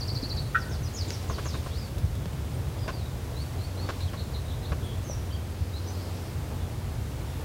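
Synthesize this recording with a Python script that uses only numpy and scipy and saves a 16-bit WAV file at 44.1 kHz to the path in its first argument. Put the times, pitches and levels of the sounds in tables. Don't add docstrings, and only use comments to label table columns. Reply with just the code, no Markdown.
import sys
import numpy as np
from scipy import signal
from scipy.fft import rfft, irfft
from scipy.io import wavfile
from scipy.ndimage import uniform_filter1d

SR = 44100
rng = np.random.default_rng(int(sys.argv[2]) if len(sys.argv) > 2 else 0)


def inscribe(sig):
    pcm = np.round(np.clip(np.atleast_2d(sig).T, -1, 1) * 32767)
    wavfile.write(sys.argv[1], SR, pcm.astype(np.int16))


N = 328104
T = np.arange(N) / SR

# f/Hz, gain/dB
RUMBLE_EQ = [(20, -38.5), (30, -40.5), (42, -6), (54, -3), (72, 2.5), (100, -0.5), (130, -2), (165, -12),
             (200, -24), (300, -61.5)]
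# t/s, rise/dB
RUMBLE_SURGES = [(.815, 9.5), (2.05, 8.5), (4.72, 6), (5.615, 7)]
# f/Hz, gain/dB
HUSH_EQ = [(100, -20), (170, -3), (294, -7.5), (446, -10), (509, -10.5), (627, -13), (689, -14.5),
           (801, -15), (1680, -21), (2590, -23), (2950, -24), (3640, -24), (4150, -25.5), (8850, -30),
           (15600, -33)]
WIND_EQ = [(90, -18), (190, -3.5), (480, -8.5), (900, -15.5), (2500, -37), (8000, -60.5)]
GRASS_EQ = [(300, 1.5), (1500, 2.5), (4500, 5.5), (8000, -3.5), (15000, -11)]
# t/s, half width/s, level/dB
GRASS_GUSTS = [(1.346, 0.45, -50), (3.905, 0.29, -56), (4.8, .2, -66)]
# t/s from its start, f/Hz, gain/dB
TRILL_SYLLABLE = [(0, 6090, -19.5), (.007, 5160, -3.5), (.011, 4670, 0.5), (.019, 4060, -4.5),
                  (.027, 4320, 0), (.033, 4820, 0), (.039, 4520, -5), (.044, 4300, -28)]
# t/s, level/dB, f/Hz, damping/(1/s)
KNOCK_RINGS = [(.23, -21, 260, 260), (1.1055, -17.5, 5000, 2600), (1.106, -28, 2260, 895),
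               (1.107, -30, 420, 300), (2.258, -25.5, 178.2, 70), (2.334, -30, 157.6, 70),
               (5.073, -33, 350, 250), (5.098, -24.5, 590, 300)]
CHIP_TIMES_S = [.39, .62, .84, 1.54, 1.61, 2.52, 3.39, 3.61, 4.43, 4.82]
# f/Hz, width/Hz, gain/dB
THROAT_MODES = [(1367, 91, 4.5), (1500, 85, 2), (1867, 94, -2)]
# f/Hz, gain/dB
CLUCK_EQ = [(300, -34), (1080, -24), (1240, -0.5), (1500, 5), (1900, 2), (2020, -27), (2450, -3.5),
            (3000, -9), (3500, -4.5), (6000, -18), (12000, -25)]
# t/s, length/s, start f/Hz, level/dB
SLUR_NOTES = [(0.58, 0.0677, 6330, -51), (.694, 0.067, 6670, -49.5), (.824, 0.07, 6600, -47),
              (0.933, .11, 7505, -43), (1.078, .105, 7450, -46), (1.28, .11, 7060, -49),
              (1.442, .11, 7254, -46)]
# t/s, length/s, level/dB, tilt/(dB/octave)
RATTLE_BURSTS = [(1.298, 0.016, -33, -5), (1.382, 0.019, -35, -3.5), (1.454, 0.0198, -37, -3),
                 (1.541, 0.018, -38.5, -2.5), (1.66, 0.019, -37, -4), (2.878, 0.0262, -33, -1),
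                 (3.888, 0.019, -31.5, -2), (4.003, 0.0142, -46.5, 4.5), (4.132, 0.0213, -39.5, -1.5),
                 (4.718, 0.015, -33, -3)]
# f/Hz, gain/dB
RATTLE_EQ = [(200, -7), (450, 0), (700, 0), (880, -13.5), (1070, 3.5), (1220, -3.5), (1550, 0.5),
             (2000, -8.5), (2750, -7), (3100, -11.5), (4000, -11.5), (6000, -16), (12000, -37)]
# t/s, length/s, start f/Hz, end f/Hz, level/dB, crescendo/dB
WHISTLE_NOTES = [(1.705, 0.0915, 3190, 5017, -47.5, 1), (1.775, 0.095, 5150, 4250, -49.5, -2),
                 (2.785, 0.085, 4980, 4550, -50.5, 0), (2.918, .11, 4950, 3740, -52, 3),
                 (3.025, .095, 3720, 3620, -54.5, -6), (3.353, .084, 3800, 4580, -48.5, 8),
                 (3.583, .082, 3910, 4490, -47.5, 8), (3.763, .078, 3920, 4510, -45.8, 8),
                 (5.039, .1, 6408, 5520, -43.5, 18), (5.299, .08, 3000, 3170, -51.5, 0),
                 (5.321, 0.0287, 4530, 4400, -51, 0), (5.73, 0.0556, 3700, 4180, -47, 3)]
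# t/s, level/dB, fade/s, tilt/(dB/octave)
CLOTH_SLIPS = [(1.982, -40.5, 0.0088, 7.5), (2.152, -45, .008, 6), (2.257, -31, 0.00186, -1),
               (2.331, -30.5, 0.00345, -3)]
# f/Hz, gain/dB
CLOTH_EQ = [(100, -8), (250, 0), (700, -5), (2000, -11), (4500, -14.5), (12000, -32)]
# t/s, length/s, lowest f/Hz, level/dB
BUZZ_NOTES = [(4.003, 0.036, 3880, -45), (4.075, 0.0193, 3130, -47.5), (4.165, .042, 3977, -43.5),
              (4.335, 0.0367, 3910, -44), (4.497, 0.0514, 3610, -48), (4.627, .036, 3844, -44.5),
              (4.799, 0.188, 3370, -54.5), (5.865, 0.039, 5790, -47.5)]
# t/s, level/dB
TWITTER_LEVELS = [(5.35, -70.5), (5.5, -62), (5.8, -56), (6.05, -54.5), (6.25, -56.5), (6.5, -78)]


def undb(db):
    return 10 ** (np.asarray(db) / 20)


def unit(x):
    return x / np.sqrt(np.mean(x ** 2))


def curves(rows, t=T):
    times_s, *columns = np.transpose(rows)
    return [np.interp(t, times_s, c) for c in columns]


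def add(out, at_s, x):
    start = max(int(at_s * SR), 0)
    out[start:start + len(x)] += x[:N - start]


def bump(at_s, half_width_s):
    return np.exp(-((T - at_s) / half_width_s) ** 2)


def wander(rate_hz, size=N):
    step = max(int(SR / rate_hz), 1)
    held = np.repeat(rng.standard_normal(size // step + 2), step)
    return unit(uniform_filter1d(held, step))[:size]


def colour(x, eq, tilt_db_per_oct=0):
    octave = np.log2(np.maximum(np.arange(len(x) // 2 + 1) * SR / len(x), 1))
    hz, db = np.transpose(eq)
    tilt_db = tilt_db_per_oct * (octave - np.log2(1000))
    return irfft(rfft(x) * undb(np.interp(octave, np.log2(hz), db) + tilt_db), len(x))


def noise(eq, tilt_db_per_oct=0, size=N):
    return unit(colour(rng.standard_normal(size), eq, tilt_db_per_oct))


def resonate(x, hz, width_hz):
    return signal.lfilter(*signal.iirpeak(hz, hz / width_hz, fs=SR), x)


def trees(x, t60_s, wet_db, build_s):
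    t = T[:SR]
    scatter = rng.standard_normal(SR) * undb(3.5 * wander(121, SR))
    echo = scatter * undb(-60 * t / t60_s) * np.minimum(t / build_s, 1) ** 2
    return x + undb(wet_db) * signal.fftconvolve(x, echo / np.linalg.norm(echo))[:N]


def foliage(x, fade_s, direct):
    t = T[:SR // 12]
    paths = rng.standard_normal(len(t)) * np.exp(-t / fade_s)
    blurred = signal.fftconvolve(x, paths / np.linalg.norm(paths))[:N]
    return (direct * x + blurred) / np.hypot(direct, 1)


def bird_tone(hz, rms, waver):
    wavering_hz = hz * (1 + waver * wander(600, len(hz)))
    return np.sqrt(2) * rms * np.sin(2 * np.pi * np.cumsum(wavering_hz) / SR)


def bird_note(hz, db, waver, flicker_db=3):
    u = np.linspace(0, 1, len(hz))
    swell = np.abs(np.sin(np.pi * u ** 1.13)) ** .32
    return bird_tone(hz, swell * undb(db + flicker_db * wander(108, len(u))), waver)


def rumble(level_db=-32.5, drone_hz=90.68, drone_db=-5, under_hz=73, under_db=-11, throb_db=1.06):
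    bed = noise(RUMBLE_EQ)
    for hz, db in (drone_hz, drone_db), (under_hz, under_db):
        cycles = np.cumsum(hz * (1 + .01386 * wander(6))) / SR
        bed += undb(db) * unit(np.sin(2 * np.pi * cycles) * undb(6 * wander(3.08)))
    steady = bed / np.sqrt(uniform_filter1d(bed ** 2, SR // 4))
    surge_db = sum(db * bump(at_s, half_width_s=.018) for at_s, db in RUMBLE_SURGES)
    return steady * undb(level_db + throb_db * wander(14) + surge_db)


def air(hush_db=-43, wind_db=-47, calm_grass_db=-68):
    hush = noise(HUSH_EQ) * undb(hush_db + .55 * wander(3.07))
    wind, grass = noise(WIND_EQ), noise(GRASS_EQ)
    gusts = sum(undb(db) * bump(at_s, half_width_s) for at_s, half_width_s, db in GRASS_GUSTS)
    wind *= undb(wind_db + 2.6 * wander(20))
    grass *= (undb(calm_grass_db) + gusts) * undb(2 * wander(24.77))
    return hush + wind + grass


def trill(at_s=.001, count=6, period_s=.0725, db=-34.5, sag_per_s=.18):
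    out = np.zeros(N)
    hz, shape_db = curves(TRILL_SYLLABLE, T[:int(TRILL_SYLLABLE[-1][0] * SR)])
    for elapsed_s in period_s * np.arange(count):
        pitch_ratio = 1.02 - sag_per_s * elapsed_s
        add(out, at_s + elapsed_s, bird_tone(hz * pitch_ratio, undb(db + shape_db), waver=.016))
    return trees(foliage(out, fade_s=.012, direct=1.35), t60_s=.387, wet_db=-8.5, build_s=.0083)


def knocks():
    out, t = np.zeros(N), T[:SR // 20]
    for at_s, db, hz, damping_per_s in KNOCK_RINGS:
        add(out, at_s, undb(db) * np.sin(2 * np.pi * hz * t) * np.exp(-damping_per_s * t))
    return trees(out, t60_s=.066, wet_db=-14.5, build_s=.00127)


def chips(hz=8850, db=-58, length_s=.065):
    out, swell = np.zeros(N), np.hanning(int(length_s * SR))
    for at_s in CHIP_TIMES_S:
        add(out, at_s, bird_tone(np.full(len(swell), hz), swell * undb(db), waver=.015))
    return foliage(out, fade_s=.017, direct=.73)


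def cluck(at_s=.5465, pulse_hz=123.54, jitter=.018, rasp=.074, peak_db=-18.5,
          attack_s=.00252, peak_s=.013, swell_db_per_s=300, fade_db_per_s=600):
    out, t = np.zeros(N), T[:SR // 16]
    cycles = np.cumsum(pulse_hz * (1 + jitter * wander(200, len(t)))) / SR
    pulses = np.diff(np.floor(cycles), prepend=-1)
    breath = rasp * np.exp(-(cycles % 1) / .71) * rng.standard_normal(len(t))
    ring = sum(undb(db) * resonate(pulses + breath, hz, width_hz) for hz, width_hz, db in THROAT_MODES)
    ring /= np.sqrt(uniform_filter1d(ring ** 2, SR // 220))
    drop_db = swell_db_per_s * np.maximum(peak_s - t, 0) + fade_db_per_s * np.maximum(t - peak_s, 0)
    envelope = undb(peak_db - drop_db) * np.minimum(t / attack_s, 1)
    add(out, at_s, unit(colour(ring, CLUCK_EQ)) * envelope)
    carried = .3 * out + resonate(out, hz=1744, width_hz=200)
    echo = trees(carried, t60_s=.75, wet_db=-13.5, build_s=.063) - carried
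    return out + echo


def slurs(fall_hz_per_s=38000, floor_hz=3906):
    out = np.zeros(N)
    for at_s, length_s, start_hz, db in SLUR_NOTES:
        hz = np.maximum(start_hz - fall_hz_per_s * T[:int(length_s * SR)], floor_hz)
        add(out, at_s, bird_note(hz, db, waver=.043))
    return foliage(out, fade_s=.0215, direct=.72)


def far_calls(count=9, centre_hz=3550, spread=.07, fall=.0494, length_s=.12, db=-61):
    out, u = np.zeros(N), np.linspace(0, 1, int(length_s * SR))
    for slot, (offset, pitch) in enumerate(rng.random((count, 2))):
        hz = centre_hz * (1 + spread * (2 * pitch - 1)) * (1 - fall * u)
        add(out, (slot + offset) / count * T[-1], bird_note(hz, db, waver=.0394))
    return foliage(out, fade_s=.036, direct=.31)


def rattles(flutter_hz=430, rasp=.1, rise_s=.0015, fade_s=.0049):
    out, t = np.zeros(N), T[:SR // 10]
    for at_s, length_s, db, tilt in RATTLE_BURSTS:
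        cycles = np.cumsum(flutter_hz * (1 + .35 * wander(700, len(t)))) / SR
        slaps = np.diff(np.floor(cycles), prepend=-1)
        burst = colour(slaps + rasp * rng.standard_normal(len(t)), RATTLE_EQ, tilt)
        burst = burst - burst.mean() + 1.18 * resonate(burst, hz=1060, width_hz=102)
        decay = np.exp(-.6 * t / length_s - np.maximum(t - length_s, 0) / fade_s)
        burst *= np.minimum(t / rise_s, 1) * decay
        add(out, at_s, burst * undb(db) / np.std(burst[t < length_s]))
    return trees(out, t60_s=.27, wet_db=-17.5, build_s=.0064)


def whistles(arch=.0224):
    out = np.zeros(N)
    for at_s, length_s, start_hz, end_hz, db, crescendo_db in WHISTLE_NOTES:
        u = np.linspace(0, 1, int(length_s * SR))
        hz = (start_hz + (end_hz - start_hz) * u) * (1 + arch * np.sin(np.pi * u))
        add(out, at_s, bird_note(hz, db + crescendo_db * (u - .5), waver=.016))
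    return foliage(out, fade_s=.019, direct=1.2)


def scuffs():
    out, t = np.zeros(N), T[:SR // 16]
    for at_s, db, fade_s, tilt in CLOTH_SLIPS:
        add(out, at_s, noise(CLOTH_EQ, tilt, len(t)) * undb(db) * np.exp(-t / fade_s))
    return out


def buzzes(scoop=.12):
    out = np.zeros(N)
    for at_s, length_s, low_hz, db in BUZZ_NOTES:
        u = np.linspace(-1, 1, int(length_s * SR))
        add(out, at_s, bird_note(low_hz * (1 + scoop * u ** 2), db, waver=.047))
    return foliage(out, fade_s=.021, direct=.94)


def twitter(centre_hz=4500, spread=.12):
    hz = centre_hz * np.exp(spread * wander(160))
    song = bird_tone(hz, undb(2.8 * wander(30)), waver=.0115)
    chorus = unit(trees(song, t60_s=.42, wet_db=13, build_s=.036))
    return chorus * undb(curves(TWITTER_LEVELS)[0])


def scene():
    turkey = cluck() + rattles()
    birds = trill()
    birds += trees(slurs() + whistles() + buzzes() + far_calls(), t60_s=.52, wet_db=-8.5, build_s=.033)
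    birds += chips() + twitter()
    return (turkey + birds + knocks() + scuffs() + rumble() + air())[None]


def record(dry):
    cutoff_hz = 15750
    return signal.sosfilt(signal.ellip(10, .1, 80, cutoff_hz, fs=SR, output="sos"), dry)


dry = scene()
out = record(dry)
inscribe(out)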